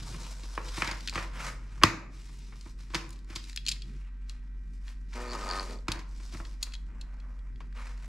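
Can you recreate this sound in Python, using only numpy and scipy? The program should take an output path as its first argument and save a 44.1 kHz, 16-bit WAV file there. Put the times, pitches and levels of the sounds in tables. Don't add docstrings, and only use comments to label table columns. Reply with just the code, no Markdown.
import sys
import numpy as np
from scipy import signal
from scipy.fft import rfft, irfft, next_fast_len
from scipy.io import wavfile
from scipy.ndimage import uniform_filter1d

SR = 44100
rng = np.random.default_rng(int(sys.argv[2]) if len(sys.argv) > 2 else 0)


def nominal_scale(level):
    x = np.asarray(level, float) / 20
    return 10 ** x


def inscribe(sig):
    pcm = np.round(np.clip(np.atleast_2d(sig).T, -1, 1) * 32767)
    wavfile.write(sys.argv[1], SR, pcm.astype(np.int16))


N = 356313
T = np.arange(N) / SR

# (start [s], length [s], scuff level [dB], hiss level [dB], swell from start to end [dB])
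SLIDES = [(0.0, 11, -76.5, -79, -0.5), (0.0, 0.32, -54.5, -52.5, -1), (0.304, 0.27, -59, -56, 5),
          (0.615, 0.19, -53.5, -50, 16), (0.78, 0.12, -42.5, -52, 10.5), (0.95, 0.15, -75, -54.5, 2),
          (1.156, 0.072, -42, -47, -2), (1.344, 0.14, -43.5, -48, 7), (1.566, 0.27, -64, -68.5, 5),
          (2.136, 0.57, -65.5, -58.5, -3.5), (2.789, 0.12, -66, -62, -9), (2.96, 0.012, -41, -48, -13),
          (3.01, 0.18, -86, -65, -3.5), (3.304, 0.076, -53.5, -59.5, -7.5), (3.436, .05, -73, -56.5, 0),
          (3.47, 0.04, -62.5, -54.5, 0), (3.668, 0.06, -58, -54, -2.5), (3.834, 0.17, -67, -67, -2.5),
          (4.02, 0.53, -71.5, -90, -8), (4.297, 0.052, -69.5, -68.5, -11), (4.677, 0.067, -88, -75.5, 12.5),
          (4.846, 0.045, -65, -62, 10.5), (5.1, 0.049, -71, -63, 7.5), (5.151, 0.2, -50, -55.5, 0.5),
          (5.33, 0.4, -53, -53, -2), (5.9, 0.065, -47, -58.5, -3), (6.095, 0.2, -68.5, -63, 9.5),
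          (6.33, 0.2, -62.5, -59.5, -11), (6.622, 0.14, -66.5, -65.5, -12), (6.902, 0.59, -65, -83, -4.5),
          (7.772, 0.035, -49.5, -58, 0.5), (7.838, 0.064, -55.5, -62, 4.5), (7.93, 0.12, -63.5, -68, 14.5)]
# (time [s], best-driven mode [Hz])
RUB_PLACE = [(0, 800), (.6, 800), (.85, 1400), (1.2, 1200), (1.4, 1500), (2.3, 1300), (2.96, 1400),
             (3.31, 1800), (3.7, 2200), (4.86, 1500), (5.4, 1100), (5.92, 1100), (6.35, 800), (6.65, 1200),
             (7.3, 803), (7.7, 1500), (7.79, 1600), (7.89, 1200), (8.08, 1500)]
# (frequency [Hz], relative level [dB])
SCUFF_SPECTRUM = [(290, -26), (500, -4), (589, -7.5), (761, -10), (980, -5), (1460, -7), (2400, -10.5),
                  (3200, -17), (4160, -21), (7040, -45)]
# (frequency [Hz], relative level [dB])
HISS_SPECTRUM = [(1470, -30.5), (2500, -5), (2600, -10), (5160, -7.5), (5570, -8.5), (8230, -14.5),
                 (11700, -23), (13700, -29), (15500, -66.5)]
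SCUFF_BANDS_HZ = 350 * 1.4 ** np.arange(8)
HISS_BANDS_HZ = 2000 * 1.4 ** np.arange(7)
# (time [s], rumble level [dB])
WEIGHT_SHIFT = [(0.0, -51.5), (0.43, -56), (0.69, -54.5), (2.63, -55), (3.13, -50), (4.59, -62),
                (5.17, -61), (5.36, -59.5), (5.8, -57), (6.05, -60.5), (8.08, -60.5)]
# (frequency [Hz], relative level [dB])
RUMBLE_SPECTRUM = [(50, -22), (75, -2.5), (130, 6.5), (250, -7.5), (400, -11), (600, -33.5)]
# (frequency [Hz], level [dB])
ELECTRIC_TONES = [(183, -67.5), (242.2, -66), (1319, -83), (1561, -78), (1798, -89.5), (1922, -76.5),
                  (2040, -87.5), (2379, -82)]
# (frequency [Hz], relative density [dB per Hz])
AIR_SPECTRUM = [(15, -29.5), (25, -7), (53, -14), (62, -10.5), (75, -39.5), (186, -31), (207, -41.5),
                (243, -25.5), (394, -45), (543, -53), (927, -55.5), (1060, -54), (1860, -50), (3260, -74.5),
                (15000, -79.5)]
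# (frequency [Hz], likeness [0-1])
AIR_ALIKE = [(60, 0.91), (130, .9), (300, 0), (640, .45), (1400, .3), (3100, .2), (6800, 0.7), (15000, .5)]
# (frequency [Hz], time to fall 60 dB [s])
ROOM_DECAY = [(100, 0.18), (300, 0.75), (1000, 0.43), (3000, 0.31), (5500, .35), (10000, .2)]
# (time [s], blow level [dB], thump below 400 Hz [dB], crack above 3 kHz [dB], best-driven mode [Hz])
KNOCKS = [(0.027, -55.5, 11, 12.5, 1170), (0.141, -38, 0, -17.5, 1140), (0.432, -44.5, 2, 1.5, 1240),
          (0.576, -19.5, -15, -34, 620), (0.648, -37.5, -7, -19, 929), (0.684, -42, -18, 4, 2630),
          (0.776, -28.5, -0.5, -35, 840), (0.82, -15.5, -14.5, -15, 2000), (0.844, -29.5, -11, -2, 2500),
          (0.873, -27, -4, -2, 1730), (0.911, -28, -5.5, -2, 1180), (1.125, -33.5, -24, -15, 1020),
          (1.155, -22, -7.5, -12.5, 1700), (1.176, -20.5, -13, -20, 1010), (1.814, -32, -13, -25, 910),
          (1.823, -23.5, -9, -19, 920), (1.8349, -2, -7, -6.5, 1250), (2.29, -44, -1, -12, 904),
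          (2.522, -39, -12, -27, 1190), (2.658, -38, 3, -21.5, 595), (2.797, -50, 3.5, -8, 1570),
          (2.9, -43, 4, -6, 1220), (2.936, -29, -7, -20.5, 1210), (2.945, -19.5, -8.5, -3, 1310),
          (2.951, -19, -5.5, -4, 2300), (3.012, -50, -18, -20, 2100), (3.08, -54.5, 16.5, -6, 2000),
          (3.3, -43, 8, -6, 1910), (3.358, -30.5, -4.5, 5, 2256), (5.882, -22.5, -1, -6.5, 1300),
          (5.955, -40.5, 4, -8.5, 1320), (5.99, -39.5, -8, -2, 1210), (6.011, -44.5, -10, -14, 1500),
          (6.198, -46, -2, -12, 1410), (6.333, -45, 7, -4, 2010), (6.344, -37.5, 3.5, -12, 1000),
          (6.399, -31, -5, -28.5, 610), (6.665, -40.5, -13, -12, 1050), (7.603, -39, -28, -13.5, 1050),
          (7.765, -51, -14, -17, 1140), (7.866, -42.5, -12, -8.5, 1970)]
# (frequency [Hz], width [Hz], level [dB])
PLANK_MODES = [(96, 69, -2), (183, 62, -5.5), (318.5, 45, -8), (500, 240, -9), (1020, 180, -7.5),
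               (1190, 420, -3.5), (1740, 360, -6), (2300, 550, 0), (3340, 1100, -3), (4700, 800, -2.5),
               (6500, 1700, -5.5), (10080, 3600, -11)]
# (time [s], click level [dB], body below 2.3 kHz [dB], rattle time [ms], best-driven mode [Hz])
CLICKS = [(0.971, -44, -25, 1.2, 6000), (1.0063, -36.5, -13, 1.2, 4720), (1.0744, -22, -13, 1.5, 4300),
          (1.0843, -23, -17, 1.1, 2530), (1.0957, -26.5, -18, 0.76, 4630), (1.137, -33.5, -20, 1.3, 4200),
          (1.146, -34, -14, 1.9, 4200), (2.61, -40, -21.5, 1.3, 4770), (3.091, -42, -25, 1.2, 8000),
          (3.105, -37, -29, 1.2, 7660), (3.126, -40.5, -42, 4.3, 6240), (3.158, -48, -15, 1.5, 3620),
          (3.19, -50, -22, 0.38, 6000), (3.245, -52.5, -12, 1.25, 6000), (3.353, -33.5, -24.5, 2.2, 5500),
          (3.44, -38, -17, 1.3, 4940), (3.486, -46, -20, 1.5, 7000), (3.4962, -34.5, -15, 1.5, 4830),
          (3.5294, -40.5, -10, 1.4, 5000), (3.561, -25, -18, 1.3, 6520), (3.5738, -24, -14.5, 1.1, 3330),
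          (3.652, -41, -20, 1.2, 3900), (3.6643, -21.5, -27, 1.3, 4170), (3.675, -25.5, -32, 0.49, 4270),
          (3.683, -16, -29, 1.7, 4150), (3.6884, -15, -26, 1.4, 5200), (3.698, -32, -20, 1.4, 4300),
          (3.7135, -25, -34, 1.4, 4400), (3.7166, -21.5, -31, 0.93, 4350), (3.7202, -24.5, -32, 1.8, 4250),
          (3.762, -45, -6, 2.5, 2600), (3.8194, -32, -40, 1.8, 3070), (4.295, -32.5, -29.5, 1.1, 4150),
          (4.8791, -42, -5.5, 1.4, 3096), (5.1288, -43.5, 1, 3.5, 2760), (5.9179, -21.5, -20.5, 1.1, 4600),
          (5.9218, -27, -22, 0.9, 4400), (6.3705, -44, -6, 1.6, 5010), (6.45, -40, -6.5, 1.9, 3260),
          (6.627, -18.5, -25, 3, 6000), (6.721, -42, -24, 1.5, 3180), (6.7358, -32, -13, 3.4, 3660),
          (6.7509, -35.5, -17.5, 1.4, 3000), (7.011, -35.5, -27, 2.3, 4160),
          (7.2, -49.5, -22.5, 1.74, 3500), (7.39, -55.5, -23, 1.5, 3190), (7.558, -53.5, -6.5, 1.7, 2980),
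          (7.725, -52.5, -2, 1.6, 4000), (7.975, -52, -3, 2.2, 5500), (8.03, -54, -8, 1.5, 6000),
          (8.058, -51, -18, 1.5, 7500)]
# (frequency [Hz], width [Hz], level [dB])
KNIFE_MODES = [(1400, 620, -9.5), (1926, 680, -1), (2630, 370, -2.5), (3190, 410, -8.5), (4184, 640, 3),
               (5020, 590, -6.5), (5650, 4900, 3), (6870, 520, -4.5), (8100, 4000, 4.5), (9900, 4500, -7),
               (12500, 2000, -2)]
# (frequency [Hz], width [Hz], level [dB])
BLADE_PING = [(3330, 35, -9)]
# (time [s], mean slip rate [slips per s], pressure [dB],
# unevenness [0-1], blade rattle [dB], best-driven mode [Hz])
CUT = [(5.148, 121, -25, 0.51, -18, 1500), (5.17, 119, -3, 0.21, -14, 1500),
       (5.29, 119.5, -3.5, 0.19, -12, 1250), (5.31, 119, -5, 0.16, -2, 1213),
       (5.352, 119, 2, .35, 2.5, 1200), (5.37, 102, -7, .6, -19, 1250), (5.46, 96, -2.5, 0.4, -2, 1250),
       (5.5, 90, 2.5, 0.5, 6.5, 1150), (5.55, 92, 3.5, .25, -1, 1233), (5.61, 97, 6.5, 0.05, 3, 1150),
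       (5.66, 87, -18, 0.66, -12, 1099), (5.72, 81, -14.5, 0.79, -10, 900), (5.8, 59, -29, 0.86, -21, 801)]
# (frequency [Hz], width [Hz], level [dB])
BACKING_MODES = [(244, 43, 8), (380, 230, 22), (490, 44, 4), (570, 87, 13), (1025, 200, 21.5),
                 (1232, 37, 11), (1500, 98, 5.5), (1800, 43, 4.5), (2300, 170, 9)]
# (frequency [Hz], width [Hz], level [dB])
BLADE_MODES = [(3500, 360, -14), (4520, 650, 1), (6870, 1100, -11.5), (8730, 1000, -18)]
# (frequency [Hz], level [dB], phase [radians])
PORTS = [(50, 0, -.01), (300, .6, -.06), (1000, -.5, -.22), (2800, -.5, -.6), (5500, 1.8, -.4),
         (9000, 1.2, -.7), (12000, -3, -1.1), (15000, -3.5, -.9)]

GRIP_DB_PER_S, LET_GO_DB_PER_S = 614.5, 302.5
HUM_HZ, HUM_DB = 45.8, -39
AIR_DB = -51
ROOM_DB, ROOM_WIDE = -8, 0.55
CONTACT_MS, HALVES_DB = 3.6, 15
SLAP_DB = 3.5
KNOCK_RISE, CLICK_RISE = 0.55, 0.75
GROAN_DB, RASP_DB, RATTLE_DB = -43, -38.5, -46
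GROAN_SLOPE = 0.26
GROAN_LOSS_DB = 2
AGC_DB, AGC_SHARE, AGC_MS, AGC_BACK_DB_PER_S = -29.5, 0.27, 10, 2
TOP_HZ = 15700


def unit(x):
    return x / np.sqrt(np.mean(x ** 2))


def ring(x, hz, width_hz):
    r = np.exp(-np.pi * width_hz / SR)
    w = 2 * np.pi * min(hz, .45 * SR) / SR
    return signal.lfilter([.5, 0, -.5], [1, -2 * r * np.cos(w), r * r], x)


def keep(x, lo_hz, hi_hz):
    band = signal.butter(2, [lo_hz, min(hi_hz, .45 * SR)], "band", fs=SR, output="sos")
    return signal.sosfilt(band, x)


def outline(x, hz, values):
    size = next_fast_len(x.shape[-1])
    at = np.log(np.arange(size // 2 + 1) * SR / size + 1)
    return irfft(rfft(x, size) * np.interp(at, np.log(hz), values), size)[..., :x.shape[-1]]


def colour(x, shape):
    size = next_fast_len(x.shape[-1])
    hz, db = np.transpose(shape)
    at = np.log(np.arange(size // 2 + 1) * SR / size + 1)
    gain = nominal_scale(np.interp(at, np.log(hz), db, left=-90, right=-90))
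    return unit(irfft(rfft(x, size) * gain, size)[..., :x.shape[-1]])


def walk(rate):
    k = int(SR / rate)
    held = np.repeat(rng.standard_normal(N // k + 1), k)
    return 1.1 * uniform_filter1d(uniform_filter1d(held, k), k)[:N]


def curve(rows):
    s, *columns = np.transpose(rows)
    return [np.interp(T, s, c) for c in columns]


def grit(spread_db):
    hardness = np.minimum(rng.exponential(size=N), 5)
    return unit(rng.standard_normal(N) * nominal_scale(spread_db * hardness))


def blows(s, db, ms, hz, push, rise=KNOCK_RISE):
    out = np.zeros(N + 4096)
    t_ms = np.arange(4096) / SR * 1000
    onset = 1 - np.exp(-t_ms / np.maximum(rise * ms, .05)[:, None])
    fall = np.exp(-t_ms / np.maximum(ms, .1)[:, None])
    settling = .03 * ms[:, None] * np.exp(-t_ms / 12)
    shape = onset * (fall + settling)
    force = shape if push else shape * rng.standard_normal(shape.shape)
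    bursts = keep(force, hz / 1.4, hz * 1.4)
    bursts = bursts * np.sqrt(hz / SR / np.sum(bursts ** 2, axis=1, keepdims=True))
    for i, gain, burst in zip((s * SR).astype(int), nominal_scale(db), bursts):
        out[i:i + 4096] += gain * burst
    return out[:N]


def struck(modes, s, db, ms, push=False, rise=KNOCK_RISE):
    return sum(nominal_scale(g) * ring(blows(s, db(hz), ms, hz, push, rise), hz, w) for hz, w, g in modes)


def slides():
    power = np.zeros((2, N))
    for s, length, scuff_db, hiss_db, swell_db in SLIDES:
        db = swell_db * (np.clip((T - s) / length, 0, 1) - .5)
        db = db - GRIP_DB_PER_S * np.maximum(s - T, 0)
        db = db - LET_GO_DB_PER_S * np.maximum(T - s - length, 0)
        power += nominal_scale(db + np.array([[scuff_db], [hiss_db]])) ** 2
    return np.sqrt(power)


def wander(x, hz):
    return ring(x, hz, hz / 2.5) * hz * nominal_scale(2.5 * walk(30))


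def rubbing():
    scuff_gain, hiss_gain = slides()
    best_hz, = curve(RUB_PLACE)
    contact = unit(grit(3) * nominal_scale(2.8 * walk(350)))
    catch = nominal_scale(1.5 * walk(60))
    plank = sum(nominal_scale(g) * unit(ring(contact, hz, w)) for hz, w, g in PLANK_MODES if 700 < hz < 3000)
    scuff = unit(colour(contact, SCUFF_SPECTRUM) + .3 * unit(plank))
    hiss = colour(contact, HISS_SPECTRUM)
    scuff = sum(wander(scuff, hz) * nominal_scale(-6.0 * np.log2(hz / best_hz) ** 2) for hz in SCUFF_BANDS_HZ)
    hiss = sum(wander(hiss, hz) for hz in HISS_BANDS_HZ)
    return catch * (unit(scuff) * scuff_gain + unit(hiss) * hiss_gain)


def shifting():
    level_db = curve(WEIGHT_SHIFT)[0] + 4 * walk(8)
    return colour(rng.standard_normal(N), RUMBLE_SPECTRUM) * nominal_scale(level_db)


def hum():
    deep_phase = 2 * np.pi * np.cumsum(HUM_HZ + 0.33 * walk(3.3)) / SR
    mix = np.sqrt(2) * nominal_scale(HUM_DB + 0.91 * walk(13)) * np.sin(deep_phase)
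    for hz, db in ELECTRIC_TONES:
        tone = np.sin(2 * np.pi * hz * T + rng.uniform(0, 2 * np.pi))
        mix = mix + np.sqrt(2) * nominal_scale(db + 0.9 * walk(7.7)) * tone
    return mix


def air():
    mid, side = rng.standard_normal((2, N))
    hz, alike = np.transpose(AIR_ALIKE)
    alike = np.clip(alike, 0, 1)
    shared = outline(mid, hz, np.sqrt(1 + alike))
    opposed = outline(side, hz, np.sqrt(1 - alike)) * np.array([[1], [-1]])
    return nominal_scale(AIR_DB + 1.0 * walk(2.7)) * colour(shared + opposed, AIR_SPECTRUM)


def room(x):
    t = np.arange(int(.7 * SR)) / SR
    mid, side = rng.standard_normal((2, len(t)))
    wide = ROOM_WIDE * signal.lfilter([1, -1], [1, -.93], side)
    noise = mid + wide * np.array([[1], [-1]])
    hz, t60 = np.transpose(ROOM_DECAY)
    tail = 0
    for f in 60 * 2 ** np.arange(0, 8, .5):
        half_octave = signal.butter(1, [f / 2 ** .25, f * 2 ** .25], "band", fs=SR, output="sos")
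        decay = nominal_scale(-60 * t / np.interp(np.log(f), np.log(hz), t60))
        tail = tail + signal.sosfilt(half_octave, noise) * decay
    tail = tail * np.clip(t / 0.0027, 0, 1)
    tail = tail / np.sqrt(np.sum(tail ** 2) / 2)
    return signal.fftconvolve(x[None], tail, axes=1)[:, :N]


def knocks():
    s, db, thump_db, crack_db, best_hz = np.transpose(KNOCKS)
    ms = np.minimum(CONTACT_MS * 2 ** (-(db + 30) / HALVES_DB), 5)
    low = struck(PLANK_MODES[:3], s, lambda hz: db + thump_db + 6.0, ms / 2, push=True)
    mid = struck(PLANK_MODES[3:8], s, lambda hz: db + 8.5 - 2.5 * np.log2(hz / best_hz) ** 2, ms)
    high = struck(PLANK_MODES[8:], s, lambda hz: db + crack_db + 13.5, ms)
    slap_db = db + crack_db + SLAP_DB
    slap = sum(blows(s, slap_db - 3 * k, ms / 5, 700 * 2 ** k, True) for k in range(5))
    return low + mid + high + slap


def clicks():
    s, db, body_db, ms, best_hz = np.transpose(CLICKS)
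    body = struck(KNIFE_MODES[:2], s, lambda hz: db + body_db + 15.5, ms, rise=CLICK_RISE)
    handle = struck(KNIFE_MODES[2:], s, lambda hz: db + 4.5 - 7.5 * np.log2(hz / best_hz) ** 2,
                    ms, rise=CLICK_RISE)
    tick = blows(s, db - 21, ms / 2, 11000, False, CLICK_RISE)
    ping = struck(BLADE_PING, s, lambda hz: db - 90 * np.log2(hz / best_hz) ** 2, ms / 10, push=True)
    return body + tick + ping + handle


def cut():
    rate, pressure_db, uneven, rattle_db, best_hz = curve(CUT)
    uneven = np.clip(uneven, 0, 1)
    turns = np.cumsum(rate * (1 + .12 * uneven * walk(120))) / SR
    at = np.flatnonzero(np.diff(np.floor(turns)))
    chance = rng.standard_normal((len(at), 1 + len(BLADE_MODES)))
    slips, ticks = np.zeros(N), np.zeros((len(BLADE_MODES), N))
    slips[at] = nominal_scale(1.7 * uneven[at] * chance[:, 0])
    hard_soft_db = 6 * uneven[at] * (-1.) ** np.arange(len(at))
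    ticks[:, at - int(.002 * SR)] = nominal_scale(2.5 * chance[:, 1:].T + hard_soft_db)
    since_slip = .4 + np.exp(-(turns % 1) / .4)
    drive = slips + .18 * (.15 + uneven) * grit(2) * since_slip
    groan = sum(nominal_scale(g) * ring(slips + 0.69 * drive, hz, w) for hz, w, g in BACKING_MODES if hz < 750)
    rasp = sum(nominal_scale(g - 5.7 * np.log2(hz / best_hz) ** 2) * ring(drive, hz, w)
               for hz, w, g in BACKING_MODES if hz > 750)
    ticks = signal.lfilter([1], [1, -.98], ticks) * rng.standard_normal(ticks.shape)
    rattle = sum(nominal_scale(g) * unit(ring(ring(tick, hz, w), hz, w))
                 for tick, (hz, w, g) in zip(ticks, BLADE_MODES))
    on = uniform_filter1d(1. * (T > CUT[0][0]) * (T < CUT[-1][0]), size=800)
    groan_db = GROAN_DB + GROAN_SLOPE * pressure_db - GROAN_LOSS_DB * uneven
    groan = nominal_scale(groan_db) * unit(keep(groan, 174, 510))
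    rasp = nominal_scale(RASP_DB + pressure_db) * unit(keep(rasp, 500, 2950))
    return on * (groan + rasp + nominal_scale(RATTLE_DB + rattle_db) * unit(rattle))


def ports(x, pan_db=0):
    hz, db, radians = np.transpose(PORTS)
    left = outline(x, hz, nominal_scale(db + pan_db / 2) * np.exp(1j * radians))
    return np.array([left, x * nominal_scale(-pan_db / 2)])


def scene():
    hands, plank, knife = rubbing(), knocks(), clicks() + cut()
    near = ports(plank + shifting() + hum()) + ports(hands, .4) + ports(knife, 1.0)
    plank_tail = sum(room(knocks()) for _ in range(3)) / np.sqrt(3)
    answer = plank_tail + room(hands + nominal_scale(-8) * knife)
    return near + nominal_scale(ROOM_DB) * answer + air()


def top_cut(x):
    return signal.sosfilt(signal.butter(12, 16480, fs=SR, output="sos"), x)


def record(dry):
    k = 1000 / AGC_MS / SR
    power = signal.lfilter([k], [1, k - 1], np.mean(dry ** 2, axis=0))
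    duck_db = AGC_SHARE * np.maximum(10 * np.log10(power + 1e-12) - AGC_DB, 0)
    recovery_db = AGC_BACK_DB_PER_S * T
    duck_db = np.maximum.accumulate(duck_db + recovery_db) - recovery_db
    duck_db = signal.lfilter([k], [1, k - 1], duck_db)
    flattened = np.clip(dry * nominal_scale(-duck_db), -1, 1)
    low_pass = signal.ellip(8, .3, 60, TOP_HZ, fs=SR, output="sos")
    mix = signal.sosfilt(low_pass, flattened)
    return top_cut(mix)


dry = scene()
out = record(dry)
inscribe(out)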